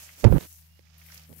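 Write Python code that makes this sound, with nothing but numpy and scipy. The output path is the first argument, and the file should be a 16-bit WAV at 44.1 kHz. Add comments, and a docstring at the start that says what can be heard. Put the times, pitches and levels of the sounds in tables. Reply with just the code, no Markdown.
"""A bump on the right microphone of a hand-held camera, carried by someone stepping through dry grass.
Something hits it and rubs across: a crack, a few overloaded low thuds, a short scrape.
Dry blades swish and stalks tick around both microphones; light strokes brush the case.
A faint low hum runs underneath, and one thin, far whistle follows the bump."""
import sys
import numpy as np
from scipy import signal
from scipy.fft import rfft, irfft
from scipy.io import wavfile

SR = 44100
rng = np.random.default_rng(int(sys.argv[2]) if len(sys.argv) > 2 else 0)


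def waveform_to_disk(signal):
    """Save audio, clipped to [-1, 1], as 16-bit WAV at the path in sys.argv[1]."""
    frames = np.transpose(np.atleast_2d(signal))
    scaled = np.clip(frames, -1, 1) * 32767
    samples = np.round(scaled).astype(np.int16)
    wavfile.write(sys.argv[1], SR, samples)


N = 61739
T = np.arange(N) / SR


def from_db(db):
    """Decibels to gain."""
    return 10 ** (np.asarray(db) / 20)


def unit_rms(x):
    """Scale to rms 1."""
    return x / np.sqrt(np.mean(x ** 2) + 1e-20)


def gain_curves(rows):
    """Each dB column of a timed table as a gain per sample."""
    times_s, *columns_db = np.transpose(rows)
    return np.array([from_db(np.interp(T, times_s, db)) for db in columns_db])


def stereo_gains(db, pan_db):
    """Left and right gains, pan_db apart, centred on db."""
    return from_db(db + np.array([[pan_db], [-pan_db]]) / 2)


def butter(x, hz, kind, order=2):
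    """Causal low- or high-pass."""
    return signal.sosfilt(signal.butter(order, hz, kind, fs=SR, output="sos"), x + 1e-18)


def colour(x, spectrum):
    """Give a steady texture a spectrum; rms 1."""
    hz, db = np.transpose(spectrum)
    bins_hz = np.maximum(np.arange(N // 2 + 1) * SR / N, 1)
    shape = from_db(np.interp(np.log(bins_hz), np.log(hz), db))
    bass_rolloff = np.minimum(bins_hz / hz[0], 1) ** 2
    return unit_rms(irfft(rfft(x) * shape * bass_rolloff, N))


def decay(start_s, t60_s):
    """Sudden start, then an exponential fall."""
    return (T >= start_s) * from_db(-60 * np.maximum(T - start_s, 0) / t60_s)


def crackle(clicks_per_s=860, spread_db=2.5, click_share=0.38):
    """Dense tiny clicks of uneven size in smooth noise; rms 1."""
    sizes = from_db(spread_db * np.minimum(rng.exponential(1, N), 4)) * rng.choice([-1, 1], N)
    clicks = unit_rms(sizes * (rng.random(N) < clicks_per_s / SR))
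    return np.sqrt(click_share) * clicks + np.sqrt(1 - click_share) * rng.standard_normal(N)


def flutter(depth_db=1.47, cutoff_hz=30):
    """Level wobble of blades that catch and slip."""
    return from_db(depth_db * unit_rms(butter(rng.standard_normal(N), cutoff_hz, "low")))


# Grass envelopes, before trim. Each row: time in seconds, left level in dB, right level in dB.
SWISH_LEVELS = [(0, -51.5, -48.5), (0.04, -56.6, -49.5), (0.07, -54.5, -51.5), (0.17, -60, -54),
                (0.205, -59, -47), (0.27, -66, -59), (0.33, -57.5, -51.5), (0.42, -71, -62),
                (0.48, -72, -58.5), (0.58, -95, -59.5), (0.72, -85, -63), (0.85, -81.5, -60),
                (0.95, -68.5, -56.5), (1.07, -64, -54.5), (1.14, -56.5, -50), (1.22, -62.0, -53),
                (1.3, -66, -65.5), (1.4, -57, -73)]
HISS_LEVELS = [(0, -47, -50.0), (0.04, -49, -46.5), (0.08, -52.5, -54), (0.16, -55.6, -58.5),
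               (0.205, -49, -48), (0.27, -57.5, -56.5), (0.33, -45, -69), (0.41, -46.9, -49.5),
               (0.48, -50, -55), (0.57, -52, -57.5), (0.72, -62.5, -89), (0.88, -70.5, -75),
               (0.965, -68, -73), (0.99, -58, -75), (1.09, -53.5, -71), (1.14, -49, -52),
               (1.21, -58.5, -63.5), (1.29, -57.5, -86), (1.38, -46.5, -103)]
# Grass spectra. Each row: frequency in Hz, relative density in dB.
SWISH_LEFT_SPECTRUM = [(200, -13), (380, -8.5), (620, -5.5), (1000, -7.5), (2100, -1.5), (3200, -2),
                       (4500, -40), (16000, -51)]
SWISH_RIGHT_SPECTRUM = [(200, -2.5), (400, -12), (600, -2.5), (1100, -4), (2300, 1), (4000, -1.5),
                        (5200, 1.5), (7000, -4.5), (9000, -26), (16000, -42.5)]
HISS_LEFT_SPECTRUM = [(1500, -21.5), (3500, -11), (6000, -8.5), (9000, -3.5), (12500, 3.5), (15500, 0)]
HISS_RIGHT_SPECTRUM = [(3000, -42), (6000, 2), (7500, -1.5), (10000, -5), (13000, -6.5), (15500, -6.5)]

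def grass(swish_trim_db=-2.5, hiss_trim_db=1.5):
    """Dry blades slide past each microphone: a grainy swish and a fine hiss."""
    def rustle(levels, *spectra):
        return gain_curves(levels) * np.array([colour(crackle(), side) * flutter() for side in spectra])

    swish = rustle(SWISH_LEVELS, SWISH_LEFT_SPECTRUM, SWISH_RIGHT_SPECTRUM)
    hiss = rustle(HISS_LEVELS, HISS_LEFT_SPECTRUM, HISS_RIGHT_SPECTRUM)
    return from_db(swish_trim_db) * swish + from_db(hiss_trim_db) * hiss


# Hum envelope. Each row: time in seconds, fundamental rms in dB, octave rms in dB.
HUM_LEVELS = [(0, -59.5, -70.5), (.2, -61.5, -67.5), (.45, -56, -88), (.62, -58, -71), (.86, -59.5, -69.5),
              (1.0, -56, -63), (1.25, -56.5, -60), (1.4, -56, -57.5)]

def hum(pitch_hz=80.5, third_re_octave_db=-19):
    """A low hum of three harmonics at a steady pitch."""
    fundamental_gain, octave_gain = gain_curves(HUM_LEVELS)
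    phase = 2 * np.pi * pitch_hz * T
    overtones = np.sin(2 * phase) + from_db(third_re_octave_db) * np.sin(3 * phase)
    return np.sqrt(2) * (fundamental_gain * np.sin(phase) + octave_gain * overtones)


# Air spectrum. Each row: frequency in Hz, relative density in dB.
AIR_SPECTRUM = [(25, 6), (70, 4), (150, 12.5), (300, -15.5), (1000, -16), (4000, -49), (16000, -37)]

def air(level_db=-67.5):
    """Quiet outdoor air: low noise, independent on each side."""
    return from_db(level_db) * np.array([colour(rng.standard_normal(N), AIR_SPECTRUM) for _ in range(2)])


# Stalk ticks. Each row: start in seconds, peak before panning in dB, centre in Hz, t60 in seconds,
# left minus right in dB.
STALK_TICKS = [(.046, -37, 7150, 0.008, 2), (0.091, -41, 2030, .04, -4), (0.2, -41.5, 6060, 0.019, 8),
               (.527, -36, 12010, .008, 7), (0.87, -55.5, 2125, 0.016, -7),
               (0.9806, -46.5, 12800, 0.029, 17.5), (1.015, -47, 2190, 0.043, -7),
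               (1.062, -49, 2230, 0.031, 0), (1.086, -48, 2200, 0.057, -11),
               (1.101, -47.5, 1570, 0.061, -2), (1.1191, -41.5, 5250, 0.022, -11),
               (1.1224, -41.5, 1750, 0.016, -15), (1.144, -42.5, 5400, 0.013, -11),
               (1.1451, -36.5, 12500, .018, 10), (1.156, -43.5, 2400, .025, -6),
               (1.178, -38, 5240, .01, -10), (1.207, -68, 2000, .005, 12), (1.236, -45, 5130, .015, 1),
               (1.2937, -48, 12700, 0.0031, 27), (1.3638, -44, 12100, 0.0032, 29)]

def stalks(resonance_q=1 / 0.37):
    """A stalk that flicks or snaps is a brief burst in one broad resonance."""
    out = np.zeros((2, N))
    for start_s, peak_db, centre_hz, t60_s, pan_db in STALK_TICKS:
        burst = decay(start_s, t60_s) * rng.standard_normal((2, N)) + 1e-18
        b, a = signal.iirpeak(centre_hz, resonance_q, fs=SR)
        tick = signal.lfilter(b, a, signal.lfilter(b, a, burst))
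        out += stereo_gains(peak_db, pan_db) * tick / np.abs(tick).max()
    return out


# Strokes on the case. Each row: start in seconds, length in seconds, level in dB, low edge in Hz,
# high edge in Hz, left minus right in dB.
CASE_BRUSHES = [(0.163, 0.072, -69, 230, 500, -23), (0.375, 0.1, -55.5, 396, 4600, -18.5),
                (0.386, 0.087, -62, 107, 298, -34.5), (1.284, 0.064, -57.5, 125, 221, -21.5),
                (1.348, 0.054, -63, 108, 300, 7)]

def brushes():
    """Light strokes along the case: each is a grainy swell in its own band."""
    out = np.zeros((2, N))
    for start_s, length_s, db, low_hz, high_hz, pan_db in CASE_BRUSHES:
        stroke = np.sin(np.pi * np.clip((T - start_s) / length_s, 0, 1))
        friction = unit_rms(butter(butter(crackle(), high_hz, "low"), low_hz, "high", order=4))
        out += stereo_gains(db, pan_db) * stroke * friction
    return out


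# Rubbing pressure. Each row: time in seconds, level in dB.
RUB_LEVELS = [(.218, -67), (.236, -31), (.246, -18), (.274, -13.5), (.29, -26.5), (.316, -28.5),
              (.328, -17.5), (.342, -26), (.372, -18), (.385, -34), (.397, -66)]
# Friction spectrum. Each row: frequency in Hz, relative density in dB.
FRICTION_SPECTRUM = [(30, -11), (46, 12.5), (90, -21.5), (200, 2.5), (400, -4), (700, -13.5), (1200, -22),
                     (2200, -33), (5000, -47), (16000, -84)]

def rubbing():
    """Something drags across the microphone: a dull friction rumble."""
    touching = (T > RUB_LEVELS[0][0]) & (T < RUB_LEVELS[-1][0])
    return gain_curves(RUB_LEVELS)[0] * touching * colour(crackle(), FRICTION_SPECTRUM)


# Sharp contacts. Each row: start in seconds, body peak before low-pass in dB, crack level in dB,
# crack t60 in seconds.
MIC_KNOCKS = [(0.242, -2, -19.5, 0.039), (0.2435, -8.5, -20, 0.0072), (0.2487, 0.5, -23, 0.015),
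              (.3248, -6, -38.5, 0.0078), (.3815, -18.5, -30.5, .01), (.409, -50, -29, 0.0044),
              (0.7931, -42, -39.5, 0.0051), (1.3287, -36, -37.5, 0.0045)]
# Case modes. Each row: frequency in Hz, relative level in dB, t60 in seconds.
CASE_RESONANCES = [(358, 3.5, 0.054), (513, 17, 0.017), (839, 2, 0.016), (1750, -27, 0.0065)]

def knocks(step_relative_db=-15.5, low_hz=359, knee_hz=1670, top_hz=5650):
    """A contact is a pressure step, a short ring of the camera's case and a gritty crack."""
    out = np.zeros(N)
    for start_s, body_db, crack_db, crack_t60_s in MIC_KNOCKS:
        body = from_db(step_relative_db) * decay(start_s, t60_s=0.005)
        for hz, mode_db, t60_s in CASE_RESONANCES:
            body += from_db(mode_db) * decay(start_s, t60_s) * np.sin(2 * np.pi * hz * (T - start_s))
        body = butter(body / np.abs(body).max(), knee_hz, "low", order=1)
        grit = butter(rng.standard_normal(N), knee_hz, "low", order=1)
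        grit = butter(grit, top_hz, "low", order=1)
        crack = decay(start_s, crack_t60_s) * unit_rms(butter(grit, low_hz, "high"))
        out += from_db(body_db) * body + from_db(crack_db) * crack
    return out


# Thuds of the bump. Each row: start in seconds, level in dB, starting pitch in Hz, swell in seconds,
# fade in seconds.
MIC_THUDS = [(0.2499, 0, 91.5, 0.0057, 0.033), (0.2937, -8.5, 76, 0.021, 0.0047),
             (0.3215, -9, 65.8, 0.0071, 0.0093), (.324, -9.5, 157.6, 0.019, 0.0079),
             (.350, -12, 127.3, 0.0092, 0.029)]

def thuds(rise_hz_per_s=950, octave_db=-11.5):
    """Each push swells and fades as a low boom whose pitch rises while the contact tightens."""
    out = np.zeros(N)
    for start_s, db, hz, swell_s, fade_s in MIC_THUDS:
        age_s = np.maximum(T - start_s, 0)
        envelope = np.sin(np.pi / 2 * np.interp(age_s, [0, swell_s, swell_s + fade_s], [0, 1, 0]))
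        phase = 2 * np.pi * (hz * age_s + rise_hz_per_s * age_s ** 2 / 2)
        out += from_db(db) * envelope * (np.sin(phase) + from_db(octave_db) * np.sin(2 * phase))
    return out


def whistle(start_s=0.675, length_s=0.135, start_hz=2790, rise_hz_per_s=610, peak_db=-65.5):
    """One thin, far whistle, perhaps a bird, rising a little."""
    age_s = np.clip(T - start_s, 0, length_s)
    swell = np.sin(np.pi * age_s / length_s)
    phase = 2 * np.pi * (start_hz * age_s + rise_hz_per_s * age_s ** 2 / 2)
    return from_db(peak_db) * swell * np.sin(phase)


def scene():
    """Rustle, hum and air reach both microphones; the bump and the whistle are on the right."""
    out = grass() + stalks() + brushes() + hum() + air()
    out[1] += thuds() + knocks() + rubbing() + whistle()
    return out


def record(dry):
    """The overloaded microphone rounds off the loudest peaks; a steep low-pass cuts the top."""
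    cutoff_hz = 15700
    rounded = dry / (1 + dry ** 4) ** (1 / 4)
    return signal.sosfilt(signal.ellip(12, .1, 90, cutoff_hz, fs=SR, output="sos"), rounded)


dry = scene()
out = record(dry)
waveform_to_disk(out)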